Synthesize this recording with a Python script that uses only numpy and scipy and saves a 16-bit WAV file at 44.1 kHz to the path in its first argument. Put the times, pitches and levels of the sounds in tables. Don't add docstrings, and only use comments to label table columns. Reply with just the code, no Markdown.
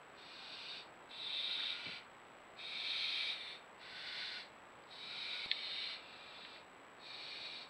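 import sys
import numpy as np
from scipy import signal
from scipy.fft import rfft, irfft, next_fast_len
from scipy.io import wavfile
from scipy.ndimage import uniform_filter1d

SR = 44100
rng = np.random.default_rng(int(sys.argv[2]) if len(sys.argv) > 2 else 0)


def level_to_linear(level):
    exponent = np.asarray(level, float) / 20
    return 10 ** exponent


def unload_audio(sound):
    columns = np.transpose(np.atleast_2d(sound))
    steps = np.round(np.clip(columns, -1, 1) * 32767)
    wavfile.write(sys.argv[1], SR, steps.astype(np.int16))


N = 339129
SCENE_CHANGE_S = 5.4618


def evened(x):
    return x / np.sqrt(np.mean(x ** 2) + 1e-20)


def read(points, hz):
    f, value = np.transpose(points)
    return np.interp(np.log(hz + 1), np.log(f + 1), value)


def add(mix, start_s, sound):
    part = mix[round(start_s * SR):][:len(sound)]
    part += sound[:len(part)]


def ring(hz, db, t60, rise=0.00023):
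    t = np.arange(4000) / SR
    return level_to_linear(db - 60 * t / t60) * (1 - np.exp(-t / rise)) * np.sin(2 * np.pi * hz * t)


def drift(size, smooth):
    width = max(int(smooth), 1)
    once = uniform_filter1d(rng.standard_normal(size), width)
    return evened(uniform_filter1d(once, width))


# (start [s], length [s], top effort [dB], share of length spent swelling [0-1], swell [dB])
HISSES = [
    (0.126, 0.673, -50.5, 0.86, 15),
    (1.071, 0.648, -41, 0.5, 16.5),
    (1.42, 0.55, -50.5, 0.85, 8),
    (2.545, .775, -40, 0.61, 17.5),
    (3.099, 0.45, -50.5, 0.86, 2),
    (3.765, .64, -47, 0.71, 17.5),
    (4.845, 0.79, -45.5, 0.58, 16),
    (5.4, 0.54, -44, 0.75, 10),
    (5.78, .8, -57, 1, 11),
    (6.945, .68, -49.5, 0.62, 9.5),
]
# (pitch [Hz], width [Hz], level [dB])
THROAT_1 = [(1540, 370, -11.5), (2280, 450, -11.5), (2455, 97, -1.5), (2830, 700, -5.5), (3260, 120, -10.5),
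            (3440, 160, -5), (3590, 230, -4.5), (3730, 92, 4), (4180, 510, -2.5), (4580, 54, 0.5),
            (4820, 120, -11), (5080, 280, -21), (5390, 310, -16.5), (6040, 160, -24)]
THROAT_2 = [(2050, 710, -19.5), (2380, 470, -10), (2650, 140, -6.5), (2760, 120, -12.5), (3130, 170, -10),
            (3200, 160, -10), (3410, 150, -9), (3580, 180, -2.5), (3800, 160, 2), (4070, 180, -6),
            (4360, 99, -7.5), (4580, 130, -19), (4860, 420, -21.5), (5480, 160, -30)]
THROAT_3 = [(1430, 97, -2), (1640, 190, -14.5), (1990, 230, -5.5), (2336, 190, 0.5), (2580, 580, -6),
            (3030, 270, -5), (3330, 100, -8), (3620, 490, -8), (4000, 210, -7.5), (4144, 51, 2.5),
            (4350, 200, -14), (4620, 170, -10), (5000, 180, -19), (5430, 970, -27.5)]
THROAT_4 = [(1760, 430, -28), (2385, 390, -8), (2570, 120, -14), (2770, 120, -21), (3490, 200, -4),
            (3180, 210, -9), (3250, 80, -3.5), (3728, 250, 2.5), (4060, 660, -7.5), (4320, 210, -3.5),
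            (4430, 77, -13), (4760, 240, -12), (5330, 390, -23.5), (5960, 360, -30.5)]
THROAT_5 = [(2070, 490, -11), (2355, 86, -3.5), (2580, 180, -13), (2880, 140, -12.5), (3180, 90, -10),
            (3240, 270, -14), (3545, 71, 2), (3694, 98, 0), (3900, 86, -2.5), (4100, 200, -7),
            (4370, 89, -4), (4780, 100, -18), (5130, 110, -24), (5600, 700, -31)]
THROAT_6 = [(1490, 110, -1), (1650, 62, -6.0), (2080, 640, -2), (2280, 92, -5), (2740, 120, -3),
            (2970, 260, -6), (3520, 380, -4), (3860, 91, -2), (4170, 430, -4.5), (4280, 190, -8.5),
            (4550, 120, -4.5), (4780, 120, -10), (5100, 840, -19.5), (5910, 130, -32)]
THROAT_7 = [(1447, 120, -13), (1700, 190, -21), (2050, 410, -19.5), (2355, 400, -5), (2640, 150, -14),
            (3080, 210, -10.5), (3410, 280, -15), (3800, 55, -1), (3840, 600, -4), (4130, 280, -8.5),
            (4560, 320, -10.5), (5050, 70, -20), (5200, 390, -21), (6300, 150, -35)]
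THROAT_8 = [(1620, 120, -18), (1800, 160, -22), (2025, 160, -11.5), (2280, 104, -5.5), (2470, 58, -11),
            (2910, 610, -10.5), (3170, 150, -8), (3580, 130, -3), (3753, 66, 3), (4120, 380, -2),
            (4470, 61, -8), (4780, 160, -14.5), (5330, 170, -21.5), (5530, 120, -23)]
THROAT_9 = [(1310, 210, 0.5), (1740, 810, -9), (2320, 620, -13), (2404, 110, 5), (2640, 150, 1),
            (2810, 100, 0), (3190, 370, -9), (3500, 69, 2.5), (3790, 480, -2.5), (4130, 79, -7.0),
            (4160, 80, -4), (4360, 230, -7), (4790, 320, -13.5), (5300, 300, -23.0)]
THROAT_10 = [(1720, 510, -17), (2080, 130, -9), (2400, 220, -1.5), (2870, 290, -7.5), (3300, 260, -8),
             (3780, 120, 1.5), (3810, 510, 1.5), (4140, 70, -11), (4290, 250, 1), (4530, 130, 0.5),
             (4740, 140, -7), (5100, 220, -22), (5360, 380, -16), (6180, 280, -28)]
# (lower throat [dB], beak
# air [dB], share of missing effort the lower throat is spared [-1 to 1], attack [s])
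HEADS = [(-5.5, -34, .2, 0.063), (-11.5, -37.5, 0.3, 0.041), (-0.5, -32, 0.34, .06), (-6, -35, 0.31, 0.054),
         (-4, -30, 0.4, .06), (-3.5, -33, 0.4, 0.051), (-4, -33.5, -.2, 0.075), (-7, -36, 0.34, .05),
         (-4, -35, 1, 0.054), (-4.5, -35, -.3, 0.12)]


def owls():
    out = np.zeros(N)
    throats = (THROAT_1, THROAT_2, THROAT_3, THROAT_4, THROAT_5,
               THROAT_6, THROAT_7, THROAT_8, THROAT_9, THROAT_10)
    for call, throat, head in zip(HISSES, throats, HEADS):
        add(out, call[0], hiss(call, throat, head))
    return out


# (pitch [Hz], level [dB per Hz])
BREATH = [(900, -63), (1300, -22), (1900, -33.5), (2400, -22), (2900, -24), (3700, -15), (4500, -23),
          (5100, -38), (5900, -42.5), (7000, -51.5), (8300, -38.5), (9900, -39.5), (11000, -53.5),
          (13800, -65)]


def hiss(call, throat, head):
    start, length, top_db, swelling, swell_db = call
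    low_db, beak_db, low_spared, attack_s = head
    t = np.arange(0, length + 0.16, 1 / SR)
    size = 45000
    hz = np.fft.rfftfreq(size, 1 / SR)
    flutter_db = 0.15 * drift(size, 150) + 0.31 * drift(size, 900)
    air = rng.standard_normal(size) * level_to_linear(flutter_db)

    power = level_to_linear(2 * read(BREATH, hz))
    for f, width, db in throat:
        power = power + level_to_linear(2 * db) / (1 + (2 * (hz - f) / width) ** 2) ** 2

    turn = np.pi / 2 * np.minimum(np.arange(size) / len(t), 1)
    combed = 0
    for fade in (np.cos(turn) ** 2, np.sin(turn) ** 2):
        comb_db = 3.0 * drift(len(hz), 14 * size / SR)
        combed = combed + rfft(air * fade) * level_to_linear(comb_db)
    coloured = combed * np.sqrt(power)

    low = 1 / (1 + (hz / 2950) ** 30)
    high = 1 / (1 + (6800 / (hz + 1)) ** 20)
    middle = 1 - low - high
    skirt = middle / (1 + (4250 / (hz + 1)) ** 20)
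    beak = high * level_to_linear(1.5 * drift(len(hz), 120))

    def sound_of(share, level_share, lo, hi):
        inside = (hz > lo) & (hz < hi)
        scale = size / np.sqrt(2 * np.sum(abs(coloured * level_share)[inside] ** 2))
        return scale * irfft(coloured * share, size)[:len(t)]

    missing_db, release_db = effort(t, length, swelling, swell_db)
    low_gain = level_to_linear(low_db + low_spared * missing_db + 0.22 * release_db)
    beak_gain = level_to_linear(beak_db + 0.35 * missing_db)
    out = sound_of(low, low, 1300, 2950) * low_gain
    out = out + sound_of(beak, beak, 8500, 11000) * beak_gain
    out = out + sound_of(middle, middle, 2950, 5600)
    out = out + sound_of(skirt, middle, 2950, 5600) * (level_to_linear(0.16 * missing_db) - 1)

    same_take = (start + t < SCENE_CHANGE_S) == (start + length / 2 < SCENE_CHANGE_S)
    attack = np.minimum(t / attack_s, 1) ** 2
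    return out * level_to_linear(top_db - missing_db - release_db) * attack * same_take


def effort(t, length, swelling, swell_db):
    u, top = t / length, np.clip(swelling, 0.1, 0.95)
    swell = swell_db * np.maximum(1 - u / top, 0) ** 1.54
    sag = 3 * np.clip((u - top) / (1 - top), 0, 1) ** 2
    late = np.maximum(t - length, 0)
    release = 270 * late ** 2 / (late + 0.005)
    return swell + sag, release


# (pitch [Hz], level [dB], t60 [s])
SNAP = [(1770, -34, .03), (2130, -23, .014), (2600, -25, .011), (3480, -13, .008), (3800, -21, .011),
        (4150, -14, .007), (4450, -24, .007), (5100, -30, .006)]
# (delay [s], level [dB])
SNAP_ECHOES = [
    (0, -1),
    (.0021, -13),
    (.0043, -22),
    (.0062, -18),
    (.0085, -22),
    (.0113, -21),
    (.0168, -25),
]


def beak_snap():
    out = np.zeros(N)
    snap = sum((-1) ** k * ring(*mode, rise=0.0006) for k, mode in enumerate(SNAP))
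    band = signal.butter(4, [1550, 5100], "bandpass", fs=SR, output="sos")
    snap = signal.sosfilt(band, snap)
    for delay, db in SNAP_ECHOES:
        add(out, 5.5138 + delay, level_to_linear(db) * snap)
    return out


# (time [s], peak level [dB], pitch [Hz], t60 [s])
CLAWS = [
    (1.59, -54, 1490, .04),
    (1.603, -52, 1950, 0.043),
    (1.63, -55, 1485, 0.04),
    (1.652, -51.5, 2050, 0.046),
    (4.836, -67, 3800, 0.028),
    (6.449, -54.5, 2000, 0.036),
    (6.449, -55, 3300, 0.027),
    (6.561, -55.5, 1800, 0.028),
]


def claws():
    return knocks(CLAWS, 1.25)


# (time [s], peak level [dB], pitch [Hz], t60 [s])
THUDS = [
    (1.859, -51, 640, 0.023),
    (1.862, -54, 330, 0.055),
    (1.862, -57, 150, 0.097),
    (1.881, -53, 170, 0.073),
    (1.889, -51, 450, 0.025),
    (1.925, -62, 170, 0.081),
    (2.391, -69, 250, .04),
]


def thuds():
    return knocks(THUDS, 1.55)


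def knocks(hits, span):
    out = np.zeros(N)
    chances = rng.uniform(-1.2, 1, (len(hits), 14))
    for (s, db, hz, t60), chance in zip(hits, chances):
        places = np.linspace(-1, 1, len(chance)) + chance / len(chance)
        for place, sign in zip(places, np.sign(chance)):
            add(out, s, sign * ring(hz * span ** place, db, t60, rise=2 / hz))
    return out


def camera():
    whine_hz, lines_a_field = 7796.23, 131
    t = np.arange(N) / SR
    clock = t - np.where(t < SCENE_CHANGE_S, 0.01659, 0.011483)
    odd = np.floor(clock * whine_hz / lines_a_field) % 2
    turn = 2 * np.pi * whine_hz * clock
    whine = level_to_linear(-73) * np.where(odd, 0.6 * np.cos(turn + 2.82), np.cos(turn))
    octave = level_to_linear(-95) * np.cos(2 * turn)

    u = np.maximum(np.arange(60) - 1.5, 0) / 19
    kick = np.sin(2 * np.pi * u) * np.exp(-u ** 2) * (1 - np.exp(-u / 0.05))
    changes = -np.diff(odd, prepend=odd[0])
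    ticks = signal.oaconvolve(changes, level_to_linear(-51.5) * kick / kick.max())[:N]

    bump = np.exp(-((t - SCENE_CHANGE_S) / 0.00029) ** 2)
    click = 0.11 * (np.arange(N) == round(SCENE_CHANGE_S * SR))
    return whine + octave + ticks + level_to_linear(-39) * (bump + click)


# (pitch [Hz], level [dB per Hz])
FLOOR = [(25, -18.5), (62, -12.5), (120, -7), (250, -3.5), (630, 0), (1000, 0), (2000, -6), (3200, -14.5),
         (4000, -19), (5000, -29), (6300, -37.5), (10000, -43), (12500, -39), (15500, -37)]


def floor():
    size = next_fast_len(N)
    hz = np.fft.rfftfreq(size, 1 / SR)
    noise = irfft(rfft(rng.standard_normal(size)) * level_to_linear(read(FLOOR, hz)), size)
    return level_to_linear(-58.5) * evened(noise[:N])


def scene():
    return (owls() + beak_snap() + claws() + thuds() + camera() + floor())[None]


def band_limit(x):
    return signal.sosfilt(signal.butter(12, 15720, fs=SR, output="sos"), x)


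def record(dry):
    hz, spectrum = np.fft.rfftfreq(N, 1 / SR), rfft(dry)
    hole = np.where((hz > 12760) & (hz < 14950), 0.25, 1)
    patch = irfft(spectrum * ((hz > 13300) & (hz < 14400)), N)
    loud = uniform_filter1d(dry ** 2, size=2000) > level_to_linear(2 * -43.6)
    is_open = loud & (np.arange(N) < SCENE_CHANGE_S * SR)
    opening = uniform_filter1d(1. * is_open, size=400)
    mix = irfft(spectrum * hole, N) + 1.9 * patch * opening
    return band_limit(mix)


dry = scene()
out = record(dry)
unload_audio(out)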